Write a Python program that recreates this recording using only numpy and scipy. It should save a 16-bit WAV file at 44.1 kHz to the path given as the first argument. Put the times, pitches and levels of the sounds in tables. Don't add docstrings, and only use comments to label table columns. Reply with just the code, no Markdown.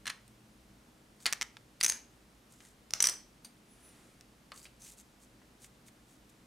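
import sys
import numpy as np
from scipy import signal
from scipy.fft import rfft, irfft
from scipy.io import wavfile
from scipy.ndimage import uniform_filter1d, minimum_filter1d

SR = 44100
rng = np.random.default_rng(int(sys.argv[2]) if len(sys.argv) > 2 else 0)


def dump_mix(stems):
    frames = np.atleast_2d(stems).T
    limited = np.clip(frames, -1, 1)
    pcm = np.round(limited * 32767).astype(np.int16)
    wavfile.write(sys.argv[1], SR, pcm)


N = 284886


def amp(db):
    return 10 ** (np.asarray(db) / 20)


def unit_rms(x):
    return x / np.sqrt(np.mean(x ** 2) + 1e-20)


def unit_hit(x):
    return x / np.sqrt(np.sum(x ** 2) * 1000 / SR + 1e-20)


def curve_at(points, hz):
    freq_hz, value = np.transpose(points)
    return np.interp(np.log(hz + 1), np.log(freq_hz + 1), value)


def add(mix, start_s, sound):
    part = mix[max(round(start_s * SR), 0):][:len(sound)]
    part += sound[:len(part)]


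def click(spectrum, size=2048):
    log_gain = np.log(amp(curve_at(spectrum, abs(np.fft.fftfreq(size, 1 / SR)))))
    return np.fft.ifft(np.exp(np.conj(signal.hilbert(log_gain)))).real[:size // 2]


def drift(rate_hz):
    hz = np.fft.rfftfreq(N, 1 / SR)
    return unit_rms(irfft(rfft(rng.standard_normal(N)) * np.exp(-(hz / rate_hz) ** 2), N))


def decay(t, t60_s):
    return np.exp(-np.log(1000) * t / np.maximum(t60_s, 1e-4))


def room_tone(noise_db=-62.5, wander_hz=3, waver_depth=.3):
    noise_spectrum = [(12, -61), (20, -14), (48, -7), (67, -5.5), (86, -18.5), (113, -7.5), (172, -7.5),
                      (234, -3.5), (270, -8), (310, -11), (780, -16), (2320, -22), (9400, -29),
                      (14700, -36), (16000, -47)]
    stereo_likeness = [(60, 0.97), (150, 1), (380, 0.82), (950, 0.15), (2380, 0.4), (5980, 0.75),
                       (15000, 1)]
    hum_partials = [(53, -71), (119, -74), (205, -75.5), (312, -73.5)]
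    hum_fader = [(.75, 2.5), (.95, -3)]
    hz = np.fft.rfftfreq(N, 1 / SR)
    left, unrelated = rfft(rng.standard_normal((2, N))) * amp(curve_at(noise_spectrum, hz))
    likeness = np.clip(curve_at(stereo_likeness, hz), -1, 1)
    right = likeness * left + np.sqrt(1 - likeness ** 2) * unrelated
    air = unit_rms(irfft(np.array([left, right]), N))
    hum = np.zeros(N)
    for pitch_hz, level_db in hum_partials:
        waver = 1 + waver_depth * drift(4)
        cycles = np.cumsum(pitch_hz + wander_hz * drift(9)) / SR
        hum += amp(level_db) * waver * unit_rms(np.sin(2 * np.pi * cycles))
    fader_db = np.interp(np.arange(N) / SR, *np.transpose(hum_fader))
    return amp(noise_db) * air + hum * amp(fader_db)


def room_reverb(send, predelay_s=0.002, build_s=0.0066, side_db=-9):
    decay_times = [(150, .2), (400, 0.66), (1060, 0.29), (2790, 0.34), (6000, 0.32), (10000, 0.24),
                   (16000, 0.29)]
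    tail_colour = [(200, -8.5), (1200, -5.5), (2500, -11), (6000, -13.5), (10000, -12), (16000, -14)]
    hz, t, bands = signal.stft(rng.standard_normal((2, SR // 2)), SR, nperseg=256)
    t60_s = np.maximum(curve_at(decay_times, hz), .02)[:, None]
    equal_energy = np.sqrt(2 * np.log(1000) / (t60_s * SR))
    bands *= decay(t, t60_s) * amp(curve_at(tail_colour, hz))[:, None] * equal_energy
    tail = signal.istft(bands, SR, nperseg=256)[1]
    tail *= np.clip((np.arange(tail.shape[1]) / SR - predelay_s) / build_s, 0, 1)
    mid, side = signal.fftconvolve(send[None], tail, axes=1)[:, :N]
    return np.array([mid + amp(side_db) * side, mid - amp(side_db) * side])


def microphone_pair(direct, side_db=-19):
    t = np.arange(SR // 500) / SR
    housing = rng.standard_normal(len(t)) * t * decay(t, 0.0035)
    side = amp(side_db) * signal.fftconvolve(direct, housing / np.linalg.norm(housing))[:N]
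    return np.array([direct + side, direct - side])


def hand_reach(middle_s=3.945, length_s=0.77, level_db=-64.5):
    sleeve_spectrum = [(100, -13), (300, 9), (800, -5), (2200, -3.5), (5000, -9.5), (9500, -5.5),
                       (16000, -27)]
    swell = np.zeros(N)
    add(swell, middle_s - length_s / 2, amp(level_db) * np.hanning(int(length_s * SR)))
    return swell * unit_rms(signal.fftconvolve(rng.standard_normal(N), click(sleeve_spectrum))[:N])


def squeak(waver_hz=110, flicker_db=4):
    contour = [(3.685, 9600, -74), (3.722, 10220, -68), (3.788, 9430, -80), (3.847, 10030, -64),
               (3.885, 9800, -62), (3.935, 9430, -81)]
    partials = [(.605, -13), (0.999, -1), (1.4, -15)]
    t = np.arange(N) / SR
    time_s, pitch_hz, level_db = np.transpose(contour)
    cycles = np.cumsum(np.interp(t, time_s, pitch_hz) + waver_hz * drift(310)) / SR
    tone = sum(amp(db) * np.sin(2 * np.pi * ratio * cycles) for ratio, db in partials)
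    envelope = np.interp(t, time_s, amp(level_db), left=0, right=0)
    return envelope * unit_rms(tone * amp(flicker_db * drift(60)))


def clink(scrape_t60_s=0.092):
    nudges = [(3.4466, -37)]
    modes = [(2590, -21, 0.0093), (3530, -20, 0.0036), (4720, 1, 0.0092), (6300, 0, .002), (8860, 4, .01),
             (10850, -3, .008), (13400, -18, 0.0018)]
    t, out = np.arange(SR // 5) / SR, np.zeros(N)
    body = sum(amp(db) * unit_hit(decay(t, t60_s) * np.sin(2 * np.pi * hz * t))
               for hz, db, t60_s in modes)
    for start_s, level_db in nudges:
        scrape = rng.standard_normal(len(t)) * decay(t, scrape_t60_s)
        add(out, start_s, amp(level_db) * unit_hit(signal.fftconvolve(scrape, body)))
    return out


def finger_slides(scatter_db=2.0, slips_per_s=3500):
    strokes = [(1.228, 0.068, -59), (2.53, 0.079, -64), (2.645, 0.21, -65.5), (4.577, 0.097, -57.5),
               (4.638, 0.035, -54), (4.876, .17, -54), (4.996, 0.059, -56.5), (5.229, .071, -65),
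               (5.638, 0.081, -57.5), (5.877, 0.038, -59.5), (6.118, 0.12, -68), (6.299, 0.017, -62.5)]
    skin_spectrum = [(300, -30), (1200, -15), (2300, -7), (5200, -3), (6100, 2.5), (7100, 3.5), (8300, 4),
                     (10500, -1.5), (12500, -6.5), (16000, -15)]
    slips = (rng.random(N) < slips_per_s / SR) * rng.standard_normal(N)
    slips *= amp(scatter_db * np.minimum(rng.exponential(1, N), 4))
    hiss = unit_rms(signal.fftconvolve(slips, click(skin_spectrum))[:N])
    pressure = np.zeros(N)
    for middle_s, length_s, level_db in strokes:
        swell = np.sin(np.linspace(0, np.pi, int(length_s * SR)))
        add(pressure, middle_s - length_s / 2, amp(level_db) * swell)
    return hiss * pressure


def shudder(pulse, t, t60_s, depth):
    echoes = depth * rng.standard_normal(len(t)) * decay(t, t60_s) * (1 - decay(t, 0.0017))
    echoes[0] += 1
    return signal.fftconvolve(echoes, pulse)[:len(t)]


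def card_contact(level_db, snap_db, pitch_hz, ring_t60_s, knock_db, mat_pitch_ratio, mat_t60_s):
    card_modes = [(1.006, 27.5, 0.83), (1.2, 10.5, 1), (1.055, -10.5, 0.72), (1.1, -21, 0.66),
                  (1.9, -14.5, .5), (1.2, -26.5, .6)]
    mat_spectrum = [(40, -42.5), (250, -14.5), (560, -20.5), (800, -10), (1350, -2.5), (1700, -0.5),
                    (2100, 4), (2800, -3), (3400, -1), (4500, -7), (7000, -6.5), (16000, -38)]
    edge_spectrum = [(1000, -36.5), (5000, 4.5), (7100, -2), (8000, 10), (8700, 7.5), (9600, 8.5),
                     (10800, -1), (12300, -10), (14200, -2.5), (16500, -32.5)]
    t = np.arange(SR // 12) / SR
    pitch_hz = pitch_hz * (1 + 0.023 * rng.standard_normal())
    ring = np.zeros(len(t))
    for pitch_ratio, mode_db, t60_ratio in card_modes:
        touch_db, detune = rng.standard_normal(2)
        mode_hz = pitch_hz * pitch_ratio * (1 + .004 * detune)
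        ring += amp(mode_db + touch_db) * decay(t, ring_t60_s * t60_ratio) * np.sin(2 * np.pi * mode_hz * t)
    mat_click = click([(hz * mat_pitch_ratio, db) for hz, db in mat_spectrum])
    knock = unit_hit(shudder(mat_click, t, mat_t60_s, depth=.1))
    snap = unit_hit(shudder(click(edge_spectrum), t, t60_s=0.012, depth=0.37))
    knock_gain = amp(knock_db - 0.26 * snap_db)
    return amp(level_db) * unit_hit(unit_hit(ring) + amp(snap_db) * snap + knock_gain * knock)


def card_skitters(bounces=14, scatter_db=3):
    runs = [(1.801, 0.011, -46, 4600), (1.866, .05, -30, 6350), (3.036, 0.031, -23.5, 5730),
            (4.531, 0.16, -53.5, 4800), (4.797, .08, -52, 6040)]
    out = np.zeros(N)
    for start_s, length_s, crest_db, pitch_hz in runs:
        for k in range(bounces):
            progress = (k + rng.random()) / bounces
            level_db = crest_db + scatter_db * rng.standard_normal()
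            bounce = card_contact(level_db, snap_db=-4, pitch_hz=pitch_hz, ring_t60_s=0.02,
                                  knock_db=-20.5, mat_pitch_ratio=1, mat_t60_s=0.023)
            add(out, start_s + progress * length_s, np.sin(np.pi * progress) * bounce)
    return out


def card_taps(skid_s=.002, skid_db=-20.5, corner_delay_s=(.001, .0026), corner_db=-9, send_count=3):
    # from_s, pitch_hz, ring_t60_s, knock_db, mat_pitch_ratio, mat_t60_s, send_db
    moves = [(0, 4140, 0.02, 8.5, 0.9, 0.05, -1), (1.2, 4440, 0.0084, -2.5, 0.99, 0.079, -2),
             (1.3, 5860, 0.0036, 0, 0.97, 0.016, -4.5), (1.55, 3550, .012, 5, 0.77, 0.022, -6),
             (1.8, 4860, 0.0091, -3, 1.08, 0.025, -10), (1.825, 6150, 0.016, -10, 1.11, 0.012, -2),
             (2.5, 5200, .008, 12, 1, 0.037, 7), (2.9, 5760, 0.0051, -16.5, 1.12, 0.008, 1),
             (2.99, 5890, 0.02, -17, 0.96, 0.033, -1.5), (4.1, 5500, 0.0034, -6, 0.89, 0.033, -2),
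             (4.4, 4630, .009, 8, 0.61, 0.042, 1), (4.6, 2440, .02, 7, 1.33, 0.084, 3),
             (5.4, 4600, 0.0067, 22, 0.326, .047, -9), (5.6, 6900, .0042, 9, 1.04, 0.045, -10)]
    taps = [(0.0565, -35, 1), (0.0683, -28, 1), (0.0768, -25.5, -2), (0.097, -34.5, 4), (0.1005, -26.5, -1),
            (0.279, -52.5, 11), (1.204, -54, -5), (1.2577, -19, -12), (1.2637, -15, -5.5),
            (1.3263, -20.5, -1), (1.3323, -23, -5), (1.4131, -23.5, -10), (1.4208, -24, -10),
            (1.4271, -27.5, -8), (1.569, -40, -10), (1.8115, -20.5, -7), (1.8297, -22, 1),
            (1.8348, -15.5, 0), (1.8386, -20, 0.5), (1.8453, -13.5, -3.5), (1.8496, -19, -3),
            (1.8633, -8, -5.5), (1.8984, -10.5, -3), (1.9218, -26, -9), (2.605, -49.5, -14),
            (2.651, -51, 10), (2.9075, -37, -7.5), (2.9368, -16.5, -13.5), (2.9512, -42, -13.5),
            (3.0041, -11.5, -13), (3.0245, -6.5, 4.5), (3.0278, -19, -13.5), (3.0416, -4.5, -14.5),
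            (3.0704, -8.5, 1), (3.0728, -30, -6), (3.0878, -22, -30), (3.0957, -24.5, 4), (4.21, -47, -4),
            (4.5193, -36.5, -4.5), (4.6543, -42.5, -18), (4.865, -49.5, -12), (5.418, -54, -11),
            (5.645, -45, 6.5), (5.884, -51.5, -10)]
    direct, sends = np.zeros(N), np.zeros((send_count, N))
    move_starts_s = [move[0] for move in moves]
    skid_samples = int(skid_s * SR)
    lead_s = skid_samples / SR
    for k, (start_s, level_db, snap_db) in enumerate(taps):
        _, *timbre, send_db = moves[np.searchsorted(move_starts_s, start_s, "right") - 1]
        hit = card_contact(level_db, snap_db, *timbre)
        skid = rng.standard_normal(SR // 100)[:skid_samples] * np.linspace(0, 1, skid_samples)
        tap = amp(skid_db) * signal.fftconvolve(skid / np.linalg.norm(skid), hit)
        add(tap, lead_s, hit)
        corner_s = lead_s + rng.uniform(*corner_delay_s)
        add(tap, corner_s, card_contact(level_db + corner_db, snap_db, *timbre))
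        add(direct, start_s - lead_s, tap)
        add(sends[k % send_count], start_s - lead_s, amp(send_db) * tap)
    return direct, sends


def scene():
    taps, sends = card_taps()
    handling = card_skitters() + finger_slides() + clink() + squeak() + hand_reach()
    sends[0] += handling
    close = microphone_pair(taps + handling)
    reflections = sum(room_reverb(send) for send in sends)
    return close + reflections + room_tone()


def record(dry, ceiling_db=-10, recovery_db_per_s=450, cutoff_hz=16000):
    over_db = np.maximum(20 * np.log10(abs(dry).max(0) + 1e-9) - ceiling_db, 0)
    recovery_db = np.arange(N) * recovery_db_per_s / SR
    reduction_db = np.maximum.accumulate(over_db + recovery_db) - recovery_db
    gain = uniform_filter1d(minimum_filter1d(amp(-reduction_db), size=25), size=25)
    lowpass = signal.firwin(255, cutoff_hz, window=("kaiser", 8), fs=SR)
    return signal.oaconvolve(dry * gain, lowpass[None], "same", axes=1)


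dry = scene()
out = record(dry)
dump_mix(out)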